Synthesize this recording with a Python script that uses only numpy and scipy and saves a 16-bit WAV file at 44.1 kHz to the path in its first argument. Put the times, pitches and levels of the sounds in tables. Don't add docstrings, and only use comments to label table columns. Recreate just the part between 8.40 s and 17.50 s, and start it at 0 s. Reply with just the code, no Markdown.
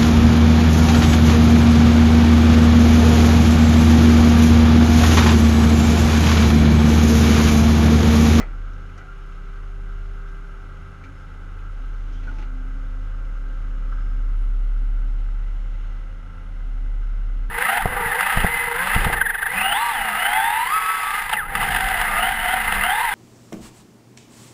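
import sys
import numpy as np
from scipy.fft import rfft, irfft, next_fast_len
from scipy.io import wavfile
from scipy.ndimage import map_coordinates

SR = 44100
rng = np.random.default_rng(int(sys.argv[2]) if len(sys.argv) > 2 else 0)


def unload_wav(signal):
    wavfile.write(
        sys.argv[1],
        SR,
        np.round(np.clip(np.atleast_2d(signal).T, -1, 1) * 32767).astype(np.int16),
    )


N = 401310
T = np.arange(N) / SR


# (time [s], firing rate [Hz])
ENGINE_SPEED = [(0.0, 88.7), (0.59, 84.93), (1.0, 86.7), (2.36, 86.7), (2.63, 89.0), (2.95, 85.64),
                (3.27, 87.4), (4.22, 86.3), (4.4, 88.8), (4.54, 86.6), (4.72, 87.1), (4.9, 88.7),
                (5.44, 87.93), (5.67, 85.96), (6.03, 89.2), (6.17, 86.35), (6.35, 87.34), (6.76, 88.45),
                (6.98, 85.06), (7.57, 89.04), (8.16, 86.7), (9.07, 87.1)]
def excavator():
    firings = np.cumsum(curve(ENGINE_SPEED) * (1 + 0.0028 * wobble(8))) / SR
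    strokes = 3 * firings
    return (exhaust(firings) + pump(strokes) + arm_valve(firings, strokes)
            + engine_body(firings) + oil_hiss(firings))


# (time [s], level [dB])
EXHAUST_LEVEL = [(0.0, -51), (0.23, -41.5), (0.58, -43.5), (0.71, -56), (1.59, -41.5), (1.95, -51),
                 (2.05, -66), (2.23, -44), (3.27, -41.5), (3.37, -49), (3.8, -39.5), (4.33, -45),
                 (4.69, -38.5), (5.02, -49), (5.27, -40.5), (5.4, -52), (5.53, -44), (5.9, -39.5),
                 (6.33, -55), (6.56, -42.5), (7.02, -45.5), (9.05, -44.5), (9.1, -53)]
def exhaust(firings):
    hum = amp(curve(EXHAUST_LEVEL) - 0.6) * flutter(depth_db=1, rate=6.5) * tone(firings)
    return hum + amp(-55) * flutter(1.6, 5.4) * tone(2 * firings)


# (time [s], level before its dips are deepened [dB])
PUMP_LEVEL = [(0.0, -62), (0.12, -55), (0.58, -61), (1.09, -75), (2.43, -61.5), (2.71, -55), (2.81, -74),
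              (2.91, -57.5), (3.27, -69), (3.42, -54), (3.52, -63), (3.85, -50), (4.61, -49.5), (4.66, -62),
              (5.04, -53.5), (6.74, -52.5), (7.0, -63.5), (8.46, -53.5), (8.62, -69.5), (8.92, -52),
              (9.1, -52)]
# (time [s], level [dB])
RIPPLE_LEVEL = [(0, -85), (.4, -62), (.8, -71), (2.5, -68), (4.15, -72), (4.5, -62.5), (5.8, -61.5),
                (6.1, -72), (7.8, -63.5), (8.3, -70)]
def pump(strokes, full_load_db=-49, dip_scale=1.21):
    level_db = full_load_db + dip_scale * (curve(PUMP_LEVEL) - full_load_db)
    note = amp(level_db) * flutter(1.8, 10) * tone(strokes + 0.063 * wobble(25))
    ripple = amp(curve(RIPPLE_LEVEL)) * flutter(2, 9) * tone(2 * strokes + 0.097 * wobble(30))
    return note + ripple


# (frequency [Hz], level [dB])
VALVE_SPECTRUM = [(1700, -37), (1900, -5.5), (2020, 2), (2150, -7.5), (2400, -49)]
# (time [s], level [dB])
RUSH_LEVEL = [(0, -70), (2.4, -67), (3.2, -67.5), (5.5, -67.5), (7.3, -63), (9.1, -63.5)]
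def arm_valve(firings, strokes):
    level_db = curve(RUSH_LEVEL)
    overtones = amp(level_db - 6) * flutter(1.5, 5) * tone(4 * strokes + 0.1 * wobble(30))
    overtones += amp(level_db - 6.5) * flutter(2, 6) * tone(3 * strokes + 0.25 * wobble(30))
    covers = amp(level_db - 7) * flutter(2, 5.6) * tone(10 * firings + 0.18 * wobble(24))
    return overtones + covers + amp(level_db) * coloured(noise(), VALVE_SPECTRUM)


# (frequency [Hz], level [dB])
RUMBLE_SPECTRUM = [(15, -31), (30, -3), (60, 3.5), (95, -1), (125, -3), (165, -3.5), (205, -12),
                   (300, -7.5), (360, -14), (500, -13), (640, -17.5), (820, -16), (1000, -23.5),
                   (1600, -58.5)]
# (time [s], level [dB])
ENGINE_LEVEL = [(0, -46.5), (.9, -50), (2.5, -48), (5.5, -48), (6.4, -48), (7.3, -48.5), (8, -48.5),
                (9.1, -48.5)]
# (frequency [Hz], level [dB])
CLATTER_SPECTRUM = [(600, -39), (980, -17), (1130, -11), (1250, -3.5), (1350, 1.5), (1460, -3.5),
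                    (1580, -3), (1680, -12.5), (1830, -24), (2600, -52.5)]
# (time [s], level change [dB])
CLATTER_SURGE = [(0, 0), (.4, 1), (.85, -0.5), (1.05, 0), (1.21, 2.5), (1.32, -4), (1.48, 3), (1.67, -1),
                 (1.8, 2), (2.3, 0.7), (3.1, 0), (3.6, -0.9), (4.35, 0.5), (4.5, -1.5), (4.7, 0.3),
                 (5.6, -0.5), (6.95, .5), (7.27, -0.5), (7.5, 0.9), (8.45, -0.5), (9.1, -.3)]
def engine_body(firings):
    rumble = amp(curve(ENGINE_LEVEL)) * coloured(noise(), RUMBLE_SPECTRUM)
    knocks = noise() * bursts(firings, sharpness=0.32, scatter_db=1.26)
    return rumble + amp(-54 + curve(CLATTER_SURGE)) * coloured(knocks, CLATTER_SPECTRUM)


# (frequency [Hz], level [dB])
OIL_SPECTRUM = [(1000, -15.5), (1850, -9), (2020, -2), (2200, -5), (2480, -8), (2900, -4), (3150, -9.5),
                (3750, -13), (4400, -17), (4850, -24.5), (5250, -16), (5800, -24), (6400, -19.5),
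                (7600, -33), (10000, -53)]
# (time [s], level [dB])
OIL_LEVEL = [(0, -59), (2.6, -60.5), (3.6, -60), (4.4, -60.5), (5.1, -59.5), (6.7, -60), (7.45, -58.5),
             (7.8, -61), (9.1, -60.5)]
def oil_hiss(firings):
    gain = amp(curve(OIL_LEVEL)) * flutter(0.3, 10)
    return gain * coloured(noise() * bursts(firings, sharpness=0.16, scatter_db=0.58), OIL_SPECTRUM)


# (pitch [Hz], width [Hz], level [dB])
STEEL_NOTES = [(282, 130, 12), (515, 260, 5.5), (783, 190, 0), (1316, 100, 1), (1426, 100, -1),
               (1577, 70, -3.5), (1976, 100, -1), (2303, 130, -3.5), (2980, 140, -14), (4480, 200, -18.5),
               (5280, 120, -25)]
# (time [s], ring level [dB], ring fade time [s],
# favoured pitch [Hz], lowest pitch [Hz], crack level [dB], snap level [dB])
BUCKET_KNOCKS = [(.001, -33.5, 0.11, 1320, 250, -46, -53), (.011, -39.5, 0.21, 1980, 500, -57, -69),
                 (0.577, -43.5, 0.33, 1500, 600, -55.5, -57), (2.638, -48.5, 0.19, 2400, 750, -48, -62),
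                 (3.833, -50, .14, 2300, 250, -50.5, -72), (3.871, -44, 0.23, 400, 200, -56, -70),
                 (3.912, -48.5, 0.17, 400, 200, -58, -74), (3.984, -43, 0.14, 1400, 250, -49, -60),
                 (4.025, -45.5, 0.17, 2000, 250, -49, -68), (5.519, -48, 0.16, 1350, 500, -68, -76)]
# (frequency [Hz], level [dB])
CRACK_SPECTRUM = [(200, -11), (1000, -9), (1700, 0), (2300, 5.5), (2900, 1.5), (3400, -11), (4300, -5),
                  (5200, -19), (9000, -35)]
# (frequency [Hz], level [dB])
SNAP_SPECTRUM = [(2500, -15), (4600, -7), (5300, 0.5), (6600, -1.5), (7400, -11), (9000, -16), (14000, -31)]
def bucket(favour_db=8, favour_octaves=0.098, attack_s=0.00033, crack_fade_s=0.12):
    hz, widths, note_db = np.transpose(STEEL_NOTES)
    notes = np.array([unit(wobble(1.5 * w) * tone(f * T) + wobble(1.5 * w) * tone(f * T + 1 / 4))
                      for f, w in zip(hz, widths)])
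    ring, crack, snap = np.zeros((3, N))
    for start, db, fade_s, favoured_hz, lowest_hz, crack_db, snap_db in BUCKET_KNOCKS:
        boost_db = favour_db * np.exp(-0.5 * (np.log2(hz / favoured_hz) / favour_octaves) ** 2)
        gains = amp(note_db + boost_db) / (1 + (lowest_hz / hz) ** 4)
        ring += amp(db) * strike(start, attack_s, fade_s) * (gains @ notes) / np.linalg.norm(gains)
        burst = strike(start, attack_s, crack_fade_s)
        crack += amp(crack_db) * burst
        snap += amp(snap_db) * burst
    return ring + crack * coloured(noise(), CRACK_SPECTRUM) + snap * coloured(noise(), SNAP_SPECTRUM)


# (frequency [Hz], level [dB])
CRUNCH_SPECTRUM = [(80, -5), (190, 3), (330, 0.5), (520, -2), (680, -6), (800, -3), (1080, -12), (1500, -8),
                   (2300, -7), (2750, -22), (3100, -19), (4000, -31), (4500, -26), (4900, -38), (6500, -36),
                   (10000, -52)]
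def bite(level_db=-35, fade_s=0.36):
    grains = amp(3.5 * wobble(420))
    return amp(level_db - 60 * T / fade_s) * coloured(noise() * grains, CRUNCH_SPECTRUM)


# (time [s], level [dB], fade time [s])
CLATTER_PEAKS = [(.133, -43.5, 0.14), (.278, -40.5, .06), (.469, -45, .1), (.605, -47.5, 0.23),
                 (.715, -46, 0.14), (1.232, -44, .08), (2.613, -44, .06), (5.524, -36.5, 0.16),
                 (5.572, -45, 0.14), (5.606, -49, 0.091), (5.895, -46, .07)]
def clatter_peaks(chatter_db=3, attack_s=0.002):
    swell = sum(amp(db) * strike(start, attack_s, fade_s) for start, db, fade_s in CLATTER_PEAKS)
    return swell * coloured(noise() * amp(chatter_db * wobble(350)), CLATTER_SPECTRUM)


# (middle time [s], half length [s], pitch [Hz], level [dB], roughness [0-1])
STEEL_GROANS = [(.63, 0.04, 740, -58, 0.06), (0.703, 0.03, 1390, -48.5, 0),
                (2.692, 0.038, 279, -49.5, 0.09), (2.8, .04, 5210, -75, 0.04),
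                (3.76, 0.026, 3080, -63.5, 0.02), (3.78, .04, 3350, -67, .03),
                (3.889, 0.009, 1460, -35.5, 0.02), (3.9, .03, 873, -55, 0.04),
                (4.006, 0.035, 827, -52.5, .055), (5.63, .11, 5210, -73.5, 0.02),
                (7.935, 0.074, 1347, -52, 0)]
def groans(judder_db=2.5):
    slip_s = np.cumsum(wobble(450)) / SR
    sound = np.zeros(N)
    for middle, half, hz, db, roughness in STEEL_GROANS:
        swell = amp(db) * np.exp(-0.5 * ((T - middle) / half) ** 2)
        sound += swell * tone(hz * (T + roughness * slip_s))
    return sound * amp(judder_db * wobble(140))


# (frequency [Hz], level [dB])
SOIL_SPECTRUM = [(80, -5), (160, 14), (400, 16), (900, -4), (1800, 3), (3200, 3), (4700, -7), (6000, -3),
                 (6900, -14), (8000, -24), (10000, -15), (13000, -37)]
def spill(start_s=3.54, end_s=4.03, peak_db=-54, growth_db_per_s=17, attack_s=0.13, release_s=0.018):
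    opening = np.exp(np.minimum(T - start_s, 0) / attack_s)
    flow = amp(peak_db + growth_db_per_s * np.minimum(T - end_s, 0))
    emptying = np.exp(-since(end_s) / release_s)
    clumps = noise() * amp(2.2 * wobble(300))
    return opening * flow * emptying * coloured(clumps, SOIL_SPECTRUM)


# (time [s], level [dB], pitch [Hz], fade time [s])
STONE_TICKS = [(.333, -59, 5700, .05), (.492, -49, 2380, 0.05), (.921, -52.5, 3000, .06),
               (1.877, -53, 3000, 0.045), (1.888, -65.5, 6000, .12), (3.19, -55, 2950, .12),
               (3.421, -57, 2900, 0.066), (3.725, -62, 5900, 0.33), (3.938, -64, 6000, .2)]
def stones():
    ticks = np.zeros(N)
    for start, db, hz, fade_s in STONE_TICKS:
        band = [(hz / 4, -44), (hz / 2, -11), (hz, 0), (hz * np.sqrt(2), -22), (hz * 2, -44)]
        ticks += (T > start) * amp(db - 60 * since(start) / fade_s) * coloured(noise(), band)
    return ticks


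FUEL_CUT_S = 5.76
def second_diesel(top_hz=136.45, idle_hz=94.1, coast_s=0.62, cut_length_s=0.55, top_blade_hz=392.7):
    spin = np.exp(-since(FUEL_CUT_S) / coast_s)
    cut = np.minimum(since(FUEL_CUT_S) / cut_length_s, 1)
    firing_hz = idle_hz + (top_hz - idle_hz) * spin
    firings = np.cumsum(firing_hz * (1 + 0.00064 * wobble(5))) / SR
    block = engine_block(firings)
    hum_db = -53 - 8.5 * cut * spin
    hum = amp(hum_db) * flutter(1.5, 2.51) * (tone(firings) + amp(-16) * tone(2 * firings))
    intake_band = [(4000, -18), (5200, -4.5), (5800, -11), (6500, -1), (7100, -8.5), (8500, -23.5)]
    intake = amp(-75 - 10 * cut) * coloured(noise(), intake_band)
    return hum + intake + amp(-17 * cut) * (block + fan(firings * top_blade_hz / top_hz))


BLOCK_MULTIPLES = [38, 48, 56, 57, 59, 62, 66, 70]
BLOCK_LEVELS = [-73.5, -66, -63.5, -65, -69.5, -68.5, -70, -72.5]
def engine_block(firings, cylinders=6):
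    cycles = firings / cylinders
    ring = sum(amp(db) * flutter(2.5, 3.94) * tone(k * cycles + 0.07 * wobble(12))
               for k, db in zip(BLOCK_MULTIPLES, BLOCK_LEVELS))
    knocks = bursts(firings, sharpness=1.1, scatter_db=0.9, uneven_db=2.5)
    return ring + amp(-56 + curve(CLATTER_SURGE)) * coloured(noise() * knocks, CLATTER_SPECTRUM)


# (time [s], level [dB])
FAN_LEVEL = [(0.0, -61.5), (1.79, -54), (2.9, -63), (4.49, -68.5), (5.7, -65)]
FAN_MULTIPLES = [2, 3, 3.5, 4, 4.5, 5, 5.5, 6]
FAN_TONE_LEVELS = [-77, -67, -68, -63.5, -77.5, -73, -77, -75]
def fan(blade_passes):
    note = amp(curve(FAN_LEVEL) + 0.24) * tone(blade_passes + 0.07 * wobble(23))
    return note + sum(amp(db) * flutter(2.5, 4.08) * tone(k * blade_passes + 0.1 * wobble(14))
                      for k, db in zip(FAN_MULTIPLES, FAN_TONE_LEVELS))


# (time [s], level [dB])
WHISTLE_LEVEL = [(0, -102), (1.85, -82.5), (2.4, -89), (3.3, -96), (5.75, -94), (5.98, -74), (6.22, -82),
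                 (6.6, -85.5), (7, -82.5), (7.45, -80), (8.3, -100)]
def turbo(top_hz=11470, sag_hz_per_s=160, idle_hz=4720, coast_s=1.5, last_echo_s=0.06):
    coasting = since(FUEL_CUT_S)
    loaded_hz = top_hz - sag_hz_per_s * np.minimum(T, FUEL_CUT_S)
    whistle_hz = idle_hz + (loaded_hz - idle_hz) * np.exp(-coasting / coast_s)
    blur_hz = 55 + 120 * (T > FUEL_CUT_S) * np.exp(-coasting / 0.3)
    whistle = amp(curve(WHISTLE_LEVEL)) * tone(np.cumsum(whistle_hz + blur_hz * wobble(400)) / SR)
    delays = (np.linspace(0, last_echo_s, 5) * SR).astype(int)
    return sum(np.pad(whistle, (d, 0))[:N] for d in delays) / np.sqrt(len(delays))


# (time [s], level [dB])
THROB_LEVEL = [(0.0, -26), (0.05, -28.5), (0.25, -28), (0.66, -40), (0.71, -34.5), (1.57, -28),
               (2.43, -36.5), (2.56, -42), (3.47, -27), (5.14, -25.5), (6.03, -19), (6.56, -19.5),
               (7.53, -26), (7.93, -35), (8.24, -25), (8.49, -22), (9.05, -22), (9.1, -25)]
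def roller(shake_hz=35.15):
    return amp(curve(THROB_LEVEL)) * tone(shake_hz * T + 0.042 * wobble(3.2))


# (frequency [Hz], level [dB])
AIR_SPECTRUM = [(100, 6), (5000, 9), (8500, 7), (9950, 2), (10300, 15), (10650, 5), (11200, 3.5),
                (12500, -10), (15000, -17)]
def air():
    return amp(-73) * coloured(noise(), AIR_SPECTRUM)


def amp(db):
    return 10 ** (np.asarray(db) / 20)


def unit(x):
    return x / np.sqrt(np.mean(x ** 2) + 1e-20)


def curve(rows):
    return np.interp(T, *np.transpose(rows))


def since(start):
    return np.maximum(T - start, 0)


def strike(start, attack_s, fade_s):
    age = since(start)
    return (1 - np.exp(-age / attack_s)) * amp(-60 * age / fade_s)


def wobble(rate):
    return map_coordinates(rng.standard_normal(int(N * rate / SR) + 4), [T * rate])


def flutter(depth_db, rate):
    return amp(depth_db * wobble(rate))


def filtered(x, response):
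    size = next_fast_len(N + SR // 2)
    return irfft(rfft(x, size) * response(np.fft.rfftfreq(size, 1 / SR)), size)[:N]


def coloured(x, spectrum):
    f, db = np.transpose(spectrum)
    return unit(filtered(x, lambda hz: amp(np.interp(np.log(hz + 1), np.log(f), db))))


def noise():
    return rng.standard_normal(N)


def tone(turns):
    return np.sqrt(2) * np.sin(2 * np.pi * turns)


def bursts(turns, sharpness, scatter_db, uneven_db=0):
    sizes = amp(scatter_db * rng.standard_normal(4096) + uneven_db * (-1) ** np.arange(4096))
    return unit(sizes[turns.astype(int) % len(sizes)] * np.exp(-sharpness * (turns % 1)))


def scene():
    background = air()
    machines = excavator() + second_diesel() + turbo() + roller()
    short_sounds = bucket() + bite() + clatter_peaks() + groans() + spill() + stones()
    return (machines + short_sounds + background)[None]


def record(dry, top_hz=15600, fade_s=0.004):
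    edges = np.clip(np.minimum(T, T[-1] - T) / fade_s, 0, 1)
    return filtered(dry[0] * edges, lambda hz: hz < top_hz)[None]


dry = scene()
out = record(dry)
unload_wav(out)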